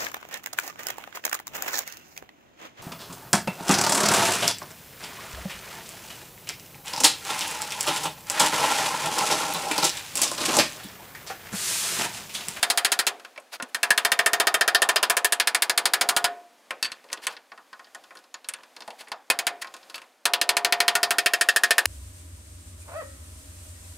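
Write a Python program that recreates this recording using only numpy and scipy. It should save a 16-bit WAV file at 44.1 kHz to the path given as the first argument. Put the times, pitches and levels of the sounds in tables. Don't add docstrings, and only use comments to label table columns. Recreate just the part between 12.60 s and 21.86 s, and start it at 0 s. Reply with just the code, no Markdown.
import sys
import numpy as np
from scipy import signal
from scipy.io import wavfile
from scipy.ndimage import uniform_filter1d

SR = 44100
rng = np.random.default_rng(int(sys.argv[2]) if len(sys.argv) > 2 else 0)


def to_wav(s):
    ch = np.atleast_2d(s).T
    pcm = np.round(np.clip(ch, -1, 1) * 32767)
    wavfile.write(sys.argv[1], SR, pcm.astype(np.int16))


def makeup_ratio(level_db):
    decades = np.asarray(level_db, float) / 20
    return 10 ** decades


N = 408366

RISE_SAMPLES = 20


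def at_hz(points, hz, column=1):
    table = np.array(points)
    return np.interp(np.log(hz), np.log(table[:, 0]), table[:, column])


def fade(x, t60_s):
    return signal.lfilter([1], [1, -makeup_ratio(-60 / (t60_s * SR))], x + 1e-18)


def ring(force, hz, t60_s):
    r, w = makeup_ratio(-60 / (t60_s * SR)), 2 * np.pi * hz / SR
    return signal.lfilter([0, np.sin(w)], [1, -2 * r * np.cos(w), r * r], force + 1e-18)


def filtered(x, order, hz, kind):
    return signal.sosfilt(signal.butter(order, hz, kind, fs=SR, output="sos"), x)


def clicks_at(start_s, height):
    clicks = np.zeros(N)
    clicks[np.round(start_s * SR).astype(int)] = height
    return clicks


def in_order(*tables):
    rows = np.concatenate(tables)
    return rows[np.argsort(rows[:, 0])]


def aim(s, column):
    # start_s, angle_deg (round the ring), chatter_ms, edge_db (sharpness)
    aim_path = np.array([(0, -4, 6.2, -3), (.25, 4, 8.1, -1.5), (.5, 3, 13, -3.5), (1.15, 39, 4.2, -5.5),
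                         (1.6, 67, 6.1, -4), (2.0, 85, 3.1, -5.5), (2.4, 100, 6.8, -5), (2.62, 65, 6.3, 0),
                         (2.8, 4, 5.5, -4), (3.2, -21, 2.4, -2.5), (3.65, -47, 9, -4.5),
                         (6.7, -10, 0.95, -5), (7.65, -33, 2.6, -5.5), (8.1, -28, 0.87, -7),
                         (8.52, -28, 4.4, -4), (8.57, 26, 3.4, -4), (9.26, 33, 1.18, -2)])
    return np.interp(s, aim_path[:, 0], aim_path[:, column])


def lobes(s, per_turn, at_deg):
    return np.cos(np.radians(per_turn * (aim(s, column=1) - at_deg)))


def place_db(s, strongest_deg=None, anew_db=0):
    swing_db, lobes_per_turn, clamped_anew_s = 5, 2.17, 5.0
    if strongest_deg is None:
        return 0
    return swing_db * lobes(s, lobes_per_turn, strongest_deg) + anew_db * (s > clamped_anew_s)


def spot_db(rows, hz):
    # centre_hz, mean_db, swing_db, lobes_per_turn, strongest_deg
    families = [(550, 0, 6, 1.5, 85), (1050, 3, 9, 2.2, 85), (1800, 1, 3, 1.5, 60), (4250, -3, 6.5, 2.6, 0)]
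    return sum((db + swing_db * lobes(rows[:, 0], turns, deg)) * np.exp(-(np.log(hz / centre) / 0.22) ** 2)
               for centre, db, swing_db, turns, deg in families)


def share_db(rows, hz):
    place = np.interp(np.log(hz), np.log([800, 2000, 4500, 9000]), [-1, 0, 0, 1])
    return rows[:, 2] * max(-place, 0) + rows[:, 3] * max(place, 0)


def contacts(rows):
    start = np.round(rows[:, 0] * SR).astype(int)
    which = np.clip(np.searchsorted(start, np.arange(N), side="right") - 1, 0, None)
    since = np.arange(N) - start[which]
    hold = np.clip(rows[which, 4], .2, 30) * SR / 1000
    press = np.clip(since / RISE_SAMPLES, 0, 1) * np.exp(-(since / hold) ** 2) / np.sqrt(hold)
    return which, press, since


def repeating_noise(since, size):
    fresh, walk_turns_per_s = .2, .3
    one, other = rng.standard_normal((2, *size, SR))[..., since % SR]
    turn = 2 * np.pi * walk_turns_per_s * (np.arange(N) - since) / SR
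    alike = np.cos(turn) * one + np.sin(turn) * other
    return np.sqrt(1 - fresh) * alike + np.sqrt(fresh) * rng.standard_normal((*size, N))


def struck_modes(rows, modes, level_db, spread_db=1.0, chatter=0.35, click=0.12):
    which, press, since = contacts(rows)
    luck = rng.standard_normal((len(rows), len(modes)))
    force = chatter * press * repeating_noise(since, size=()) - click * (since == RISE_SAMPLES)
    out = np.zeros(N)
    for k, (hz, db, t60_s, *place) in enumerate(modes):
        gain_db = rows[:, 1] + level_db + db + share_db(rows, hz)
        gain_db = gain_db + place_db(rows[:, 0], *place) + spread_db * luck[:, k]
        out += ring(force * makeup_ratio(gain_db)[which], hz, t60_s)
    return out


def noisy_parts(rows):
    # pitch_hz, level_db, fall_s (power down 10^3)
    crack_modes = [(59.7, -45.5, 0.05), (155, -41, 0.11), (324, -27.5, 0.38), (720, -12, 0.18),
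                   (1220, -10, 0.094), (2170, -8, 0.039), (5000, -5.5, 0.036), (6800, -10, 0.029),
                   (10170, 2.5, 0.034), (11340, -5, 0.028), (15500, -12, 0.019)]
    # pitch_hz, level_db (re blow), fall_s (power down 10^3)
    walls = [(150, -24, .3), (477, -4.5, 0.15), (1600, -21, 0.22), (4000, -19, 0.077), (12000, -42.5, 0.15)]
    # start_s, level_db
    hands = [(0.0, -41.5), (0.5, -53), (1.0, -59.5), (1.37, -48.5), (3.02, -57.5), (3.53, -48.5),
             (3.87, -58.5), (4.329, -56.5), (4.62, -58), (4.77, -60.5), (5.47, -57), (5.72, -61),
             (6.439, -54.5), (6.52, -62), (7.3, -53.5), (7.601, -62.5), (8.228, -52.5), (9.26, -49)]
    # pitch_hz, level_db_per_hz
    hush = [(24, -55), (40, -16), (148, -22), (239, 4), (396, -4.5), (449, 1), (510, 4), (6830, -10.5),
            (14500, -18), (16500, -29)]
    # pitch_hz, side_minus_mid_db
    width = [(60, -19.5), (110, -24.5), (200, -26), (380, -30.5), (700, -25), (1290, -39), (2380, -23),
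             (8120, -21.5)]
    hush_db, patch_db, side_patch_db = -76.5, 2, 5
    knock_decay_share = .7
    bands_hz = 40 * 2 ** np.arange(0, 8.9, 1 / 2)

    which, press, since = contacts(rows)
    rustle = makeup_ratio(np.interp(np.arange(N) / SR, *np.transpose(hands)) + 15.0)
    grains = (rng.random(N) < 700 / SR) * rng.exponential(1, N)
    grit = fade(grains, 0.017) + 1.6
    luck = rng.standard_normal((len(rows), len(bands_hz)))
    white, out = repeating_noise(since, size=(2, 2)), 0
    is_knock = rows[:, 5] > 0
    light = is_knock[which]
    for k, (low, high) in enumerate(zip(bands_hz, bands_hz[1:])):
        hz = np.sqrt(low * high)
        near_pitch = np.exp(-(np.log(hz / np.abs(rows[:, 5])) / 0.33) ** 2)
        own_db = is_knock * (9 * near_pitch - 7 - 5 * (hz > 11000))
        own_db = own_db + patch_db * luck[:, k] + 0.16 * spot_db(rows, hz)
        blow_db = rows[:, 1] + share_db(rows, hz) + own_db + at_hz(crack_modes, hz)
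        energy = (press ** 2 + .5 * (since == RISE_SAMPLES)) * makeup_ratio(2 * blow_db)[which]
        fall_s = at_hz(crack_modes, hz, column=2)
        crack = fade(energy * ~light, fall_s) + fade(energy * light, fall_s * knock_decay_share)
        spread = uniform_filter1d(energy, size=401, origin=200)
        wash = makeup_ratio(2 * at_hz(walls, hz)) * fade(spread, at_hz(walls, hz, column=2))
        slide = grit * (makeup_ratio(at_hz(crack_modes, hz)) * slide_level(hz)) ** 2
        steady = makeup_ratio(2 * at_hz(hush, hz)) * (makeup_ratio(2 * hush_db) + rustle ** 2)
        per_band = SR / 2 / (high - low)
        level = np.sqrt(per_band * (crack + wash + slide) + steady)
        mid, side = filtered(level * white[k % 2], 2, [low, high], "band")
        uneven_db = np.minimum(at_hz(width, hz) + side_patch_db * luck[::-1, k], -10)
        out = out + mid + makeup_ratio(uneven_db)[which] * side * [[1], [-1]]
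    return out


def tap_contacts():
    # start_s, peak_db, vise_share_db
    round_a = [(0.0285, -4.2, -11), (0.1007, -6, -12), (0.1746, -5, -15), (0.2475, -4.5, -15.5),
               (0.3187, -4.5, -16.5), (0.3902, -6, -15.5), (0.4673, -5, -18)]
    round_b = [(1.146, -11.5, -18.5), (1.2305, -5.5, -12), (1.305, -4, -11), (1.3767, -5.5, -13),
               (1.449, -5, -9.5), (1.518, -5.5, -10), (1.5905, -6, -8.5), (1.6608, -5, -7.5),
               (1.7325, -4.5, -6), (1.7997, -3.8, -11), (1.87, -4, -10), (1.9419, -3.5, -15.5),
               (2.01, -4, -19), (2.078, -3.5, -16.5), (2.1475, -4, -12), (2.219, -4, -16.5),
               (2.2893, -3.5, -14.5), (2.3595, -4.0, -17.5), (2.4287, -3.5, -27), (2.4985, -4.5, -11.5),
               (2.5681, -6, -16), (2.6456, -6, -9.5)]
    round_b_side = [(2.7224, -6, -16), (2.799, -5, -21.5), (2.8724, -6.5, -22.5), (2.9468, -5.5, -15.5),
                    (3.0212, -5.5, -22), (3.096, -5.0, -16), (3.1763, -5.0, -13), (3.255, -5, -14),
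                    (3.3354, -4.5, -13), (3.411, -4, -11.5), (3.4887, -5, -9.5), (3.5645, -4, -8.5),
                    (3.6424, -5.5, -5)]
    round_c = [(6.7008, -3.5, -15.5), (6.789, -8, -16), (6.868, -6, -10)]
    round_d = [(7.6543, -4.5, -10.5), (7.7354, -5.5, -14), (7.8138, -5, -13), (7.891, -3.5, -9),
               (7.968, -4, -9), (8.0472, -3, -10.5), (8.1239, -3.5, -9), (8.2032, -2.5, -9),
               (8.28, -3, -13), (8.3528, -4, -9.5), (8.4305, -5, -7.5), (8.5068, -4.8, -10),
               (8.5838, -5, -12), (8.66, -5, -9), (8.7354, -5.5, -14), (8.8108, -4.5, -14.5),
               (8.8872, -5, -17), (8.9612, -5, -26), (9.0352, -4.5, -13), (9.1074, -4, -15),
               (9.1812, -3, -24)]
    last_tap = [
        (9.2555, -6.5, -28),
    ]
    bass_db, bass_swing_db, bass_lobes, thinnest_deg = -12, 2.5, 2.5, 28.5
    peak_over_force_db, scatter_db, chatter_scatter = 3, 0.5, 0.053

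    s, db, vise_db = in_order(round_a, round_b, round_b_side, round_c, round_d, last_tap).T
    low, high, hold = rng.standard_normal((len(s), 3)).T
    bass = bass_db - bass_swing_db * lobes(s, bass_lobes, thinnest_deg) + scatter_db * low
    treble = aim(s, column=3) + scatter_db * high
    chatter_ms = aim(s, column=2) * np.exp(chatter_scatter * hold)
    return np.transpose([s, db - peak_over_force_db, bass, treble, chatter_ms, np.minimum(vise_db, -1)])


def snap(rows, level_db=22.5, edge_db=-13.5, hz=4600, edge_hz=10200):
    clicks = clicks_at(rows[:, 0], -makeup_ratio(rows[:, 1] + rows[:, 3] / 2 + level_db))
    dip = filtered(np.roll(clicks, RISE_SAMPLES), 2, [hz / 2, hz * 2.07], "band")
    return dip + makeup_ratio(edge_db) * ring(clicks, edge_hz, 0.0054) / 2


def handle_and_brass(taps):
    # pitch_hz, level_db, t60_s, strongest_deg, clamped_anew_db
    handle = [(411, -10, .2, 0, 0), (532, 1, .12, 80, 0), (672, 6, .1, 70, 2), (785, -3, .1, -30, 0),
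              (1011, 10, .08, 85, -1), (1065, 0, .09, 60, 5), (1255, 0, .1, 75, -5), (1440, 0, .09, -40, 1),
              (1590, -1, .07, 80, -4), (1695, 6, .09, 55, -1), (1797, 8, .06, 55, 1), (1843, 8, .1, 40, 2)]
    # pitch_hz, level_db, t60_s, strongest_deg, clamped_anew_db
    brass = [(2097, -6.5, .08, 7.5, 1), (2258, -2.5, 0.1, 83, 8.5), (2514, -6.5, 0.046, 8, 11.5),
             (2680, -0.5, 0.097, 47, 7), (2798, -1, 0.068, -50.5, -4), (3165, 2.5, 0.055, 53, -3),
             (3630, -0.5, 0.1, 44, -11), (3900, -11, .05, -10.5, -18), (4165, 5, .035, 10, 1),
             (4250, 4, .035, -15, -3), (4460, -9.5, .06, 29, 7), (4963, 5, 0.052, -36.5, -2.5),
             (5120, -2.5, 0.045, 41, 4), (8090, 6.5, .015, 59, -7.5)]
    return struck_modes(taps, handle + brass, level_db=-4.5, spread_db=3.0)


def vise_ring(taps):
    # pitch_hz, level_db, t60_s
    vise = [(704.2, 0, 0.51), (690.7, -7, 0.5), (708, -15, 0.22), (1824, -5, 0.27), (1710, -13.5, 0.26),
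            (1490, -16, 0.44), (1270, -16, 0.35), (414.2, -11.5, 0.45), (1067, -13.5, 0.41),
            (985, -17, 0.59), (585, -18.5, 0.45), (2070, -12.5, .15), (1890, -13, 0.23)]
    push = fade(clicks_at(taps[:, 0], makeup_ratio(taps[:, 1] + taps[:, 5])), 0.00037)
    return sum(makeup_ratio(db) * ring(push, hz, t60_s) for hz, db, t60_s in vise) / 6


def echoed(x, dull_hz=3500, thin_hz=330):
    # delay_s, level_db
    echoes = [
        (.0045, -35),
        (.0095, -5.5),
    ]
    x = filtered(x, 2, thin_hz, "high")
    dull = filtered(x, 1, dull_hz, "low")
    return x + sum(makeup_ratio(db) * np.interp(np.arange(N) - s * SR, np.arange(N), dull) for s, db in echoes)


def thuds():
    # start_s, peak_db, pitch_hz, t60_s
    bumps = [(0.58, -35, 466, .04), (.7595, -31, 1900, .012), (.7772, -20, 2300, 0.014),
             (.781, -23, 610, 0.023), (.866, -46, 1700, .025), (.942, -30, 880, 0.038),
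             (0.999, -16, 1410, .03), (1.001, -21, 1730, .015), (1.025, -23, 1455, .03),
             (1.027, -19, 252, 0.033), (1.09, -41, 1720, .02), (4.531, -22, 1910, 0.039),
             (4.919, -28, 1125, .03), (5.131, -23, 1500, 0.016), (5.349, -27, 1800, 0.027),
             (5.742, -27, 1800, 0.03), (6.22, -30, 950, .03), (6.281, -35, 224, .04),
             (6.283, -29, 680, .04), (6.411, -30, 800, 0.027), (6.47, -35, 1800, .015),
             (6.484, -38, 1800, .015)]
    out, after = np.zeros(N), np.arange(4000)
    for s, db, hz, t60_s in bumps:
        soft = ring(ring(after == 0, hz, t60_s), hz, t60_s)
        out[round(s * SR) + after] += makeup_ratio(db) * soft / (t60_s * 2500)
    return out


def knock_contacts(*tables):
    contact_ms, short_above_hz = 2.1, 3400
    s, db, bass, treble, hz = in_order(*tables).T
    return np.transpose([s, db, bass, treble, contact_ms * np.minimum(1, short_above_hz / hz), hz])


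def dull_knocks():
    # start_s, peak_db, bass_share_db, treble_share_db, clink_hz
    opening = [(0.5969, -29, -16, -9, 1290), (0.648, -24.5, -12, -10, 1550), (0.7597, -37, 3, -26, 1920),
               (0.7764, -27.5, -1, -9, 2300), (0.9994, -23, 8, -24, 1464), (4.1066, -15.5, 0.5, -8, 2000),
               (4.2375, -24, -13, -4, 4480), (4.2455, -15.5, -18, -5, 2650), (4.2525, -18, -11, -8, 2650),
               (4.261, -23, -7, -6, 4450), (4.3176, -21, -9, -4, 4230), (4.441, -39, 4, -6, 636),
               (4.5005, -36, 6, -14, 2140), (4.766, -30, -3, -22, 3650), (4.9177, -28, 3, -36, 1780),
               (4.9762, -31.5, -0.5, -17, 1275), (5.1294, -26, -8, -19, 1080),
               (5.1937, -31.5, 2, -12, 1830), (5.244, -36.5, -24, -15, 4230), (5.2694, -39, -16, -17, 705),
               (5.438, -35.5, -6, -4, 3520), (5.5068, -35.5, 7, -13, 1840), (5.5524, -36, 7, 0, 1830),
               (5.5703, -32.5, -8, -9, 4170)]
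    # start_s, peak_db, bass_share_db, treble_share_db, clink_hz
    tightening = [(5.8441, -30, -2, -14, 3980), (5.986, -39.5, 7.5, -21, 1090),
                  (6.0335, -32.5, -11, -9, 1000), (6.2048, -30.5, 5, -5, 4750), (6.277, -28, 4.5, -3, 830),
                  (6.3042, -26.5, -24, -9, 765), (6.408, -22.5, -10.5, -9, 790), (6.472, -33, 4, -28, 1870),
                  (6.483, -35, -29, -1, 1870), (6.5174, -14, -6.5, -12, 890),
                  (7.0216, -18, -18, -2.5, 1890), (7.0449, -24, -2, -14, 1890),
                  (7.1395, -25.5, -0.5, -2.5, 4950), (7.229, -38, -7, -27, 3900), (7.298, -29, -7, 0, 4500),
                  (7.3429, -20.5, -9, -7, 3020), (7.3556, -25, -5, 5, 4100), (7.379, -27.5, -16, -6, 1210),
                  (7.4171, -29.5, -8, -9, 1020)]
    # start_s, peak_db, bass_share_db, treble_share_db, clink_hz
    rattle = [
        (4.5709, -39, -10, -8, 3180),
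        (4.6342, -38, -10, -8, 4040),
        (4.6342, -31, -10, -8, 2500),
        (4.6691, -13, -10, -8, 2660),
        (4.7694, -35, -10, -8, 3590),
    ]
    loose = [(s, db - 6, *rest) for s, db, *rest in rattle if abs(s - 4.668) > .006]
    return knock_contacts(opening, tightening, loose)


def bright_clinks():
    # start_s, peak_db, bass_share_db, treble_share_db, clink_hz
    bar_clinks = [(0.799, -54, -14, 18, 5240), (1.024, -17, -10, -5, 6100), (4.2268, -10, -22, -3, 4450),
                  (4.4872, -41, -2, -21, 3580), (4.5288, -13, -7.5, -2, 5750), (4.5734, -32, 8, -21, 3180),
                  (4.6682, -11, -5.5, 1, 2820), (5.3476, -22.5, -2.5, -9.5, 7500),
                  (5.5894, -40.5, -4, 0, 3830), (5.6396, -43.5, 5, -5, 4120),
                  (5.7415, -19.5, -8, -16, 6800), (5.887, -13, -14, -7, 9040),
                  (5.9368, -15.5, -12, -15.5, 8900), (6.1645, -26.5, 0, -13, 5000),
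                  (6.2204, -27, -5, -26, 5700), (7.071, -30.5, 2, -12, 3900), (7.1651, -32, -9, -4, 4140)]
    return knock_contacts(bar_clinks)


def jaw_ring(knocks):
    # pitch_hz, level_db, t60_s
    jaws = [(705, -19, .12), (1070, -10, 0.11), (1255, -18.5, 0.14), (1470, -9.5, 0.078),
            (1690, -12.5, 0.11), (1842, -5.5, .08), (2660, -15.5, 0.092)]
    return struck_modes(knocks, jaws, level_db=8.0)


def clinks(knocks, level_db=-4, t60_s=.025):
    out, after = np.zeros(N), np.arange(4000)
    for s, db, low, high, hold_ms, hz in knocks:
        span = np.clip(hold_ms, .2, 30) * SR / 1000
        chatter = rng.standard_normal(4000) * np.exp(-after / span) / np.sqrt(span)
        out[round(s * SR) + after] += makeup_ratio(db + level_db) * ring(chatter, hz, t60_s)
    return out


def grit_rattle(knocks, per_s=500, level_db=-1.0, after_db=-22, settle_s=0.4, t60_s=0.012):
    shaken = fade(clicks_at(knocks[:, 0], makeup_ratio(knocks[:, 1] + after_db)), settle_s)
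    ticks = (rng.random(N) < per_s / SR) * rng.uniform(0.16, 1, N)
    ticks = ticks * (slide_level(3000) * makeup_ratio(level_db) + shaken)
    dealt = rng.integers(0, 10, N)
    return sum(ring(ticks * (dealt == k), hz, t60_s) * 3000 / hz
               for k, hz in enumerate(np.geomspace(1500, 7000, 10)))


def slide_level(hz):
    # start_s, length_s, level_db, bass_share_db, treble_share_db
    slides = [
        (0.91, 0.068, -33.5, 0, -7.5),
        (1.073, .04, -59, -16, 1),
        (4.512, 0.018, -40.5, 6, -9),
        (4.611, 0.061, -38.5, 0, -7),
        (6.374, 0.064, -41, -11, -7),
        (7.011, 0.02, -28.5, -10, -7.5),
        (4.654, 0.12, -43, 6, -11),
    ]
    rows = np.array([(s, db, low, high) for s, length_s, db, low, high in slides])
    level = np.zeros(N)
    for (s, length_s, *_), db in zip(slides, rows[:, 1] + share_db(rows, hz)):
        start, bump = round(s * SR), np.hanning(round(length_s * SR))
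        level[start:start + len(bump)] += makeup_ratio(db) * bump
    return level


def bar_ring(knocks):
    # pitch_hz, level_db, t60_s
    bar = [(1765, -15, 0.14), (2660, 1, 0.13), (2730, -7, 0.1), (3900, -7, .07), (4320, -4, 0.071),
           (4550, -3, 0.097), (6500, -7, 0.065), (6250, -10, 0.046), (7900, -4, 0.063), (8300, -10, 0.073),
           (9330, -11, .05), (9970, -18, 0.061)]
    near_pitch = (knocks[:, 5] > 2600) & (knocks[:, 5] < 4600)
    steel = knocks[near_pitch & (knocks[:, 1] > -29)]
    steel[:, 1] -= .25 * np.clip(steel[:, 2], -22, 5)
    steel[:, 3] /= 2
    return struck_modes(steel, bar, level_db=0.0, spread_db=1.5)


def scene():
    taps, dull, bright = tap_contacts(), dull_knocks(), bright_clinks()
    knocks = in_order(dull, bright)
    snaps = snap(taps) + snap(bright, level_db=17.0) + snap(dull, level_db=13.0)
    direct = echoed(handle_and_brass(taps) + jaw_ring(knocks) + snaps)
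    ringing = bar_ring(knocks) + vise_ring(taps) + clinks(knocks) + thuds() + grit_rattle(knocks)
    return direct + ringing + noisy_parts(in_order(taps, knocks))


def top_cut(x):
    return signal.sosfilt(signal.butter(12, 16940, fs=SR, output="sos"), x)


def record(dry):
    thin = filtered(dry, 1, 150, "high")
    rounded = 1.409 * np.tanh(thin / 3.32)
    cut = signal.sosfilt(signal.cheby2(8, 40, 17100, fs=SR, output="sos"), rounded)
    balance_db = [[.08], [-.08]]
    return top_cut(cut * makeup_ratio(balance_db))


dry = scene()
out = record(dry)
to_wav(out)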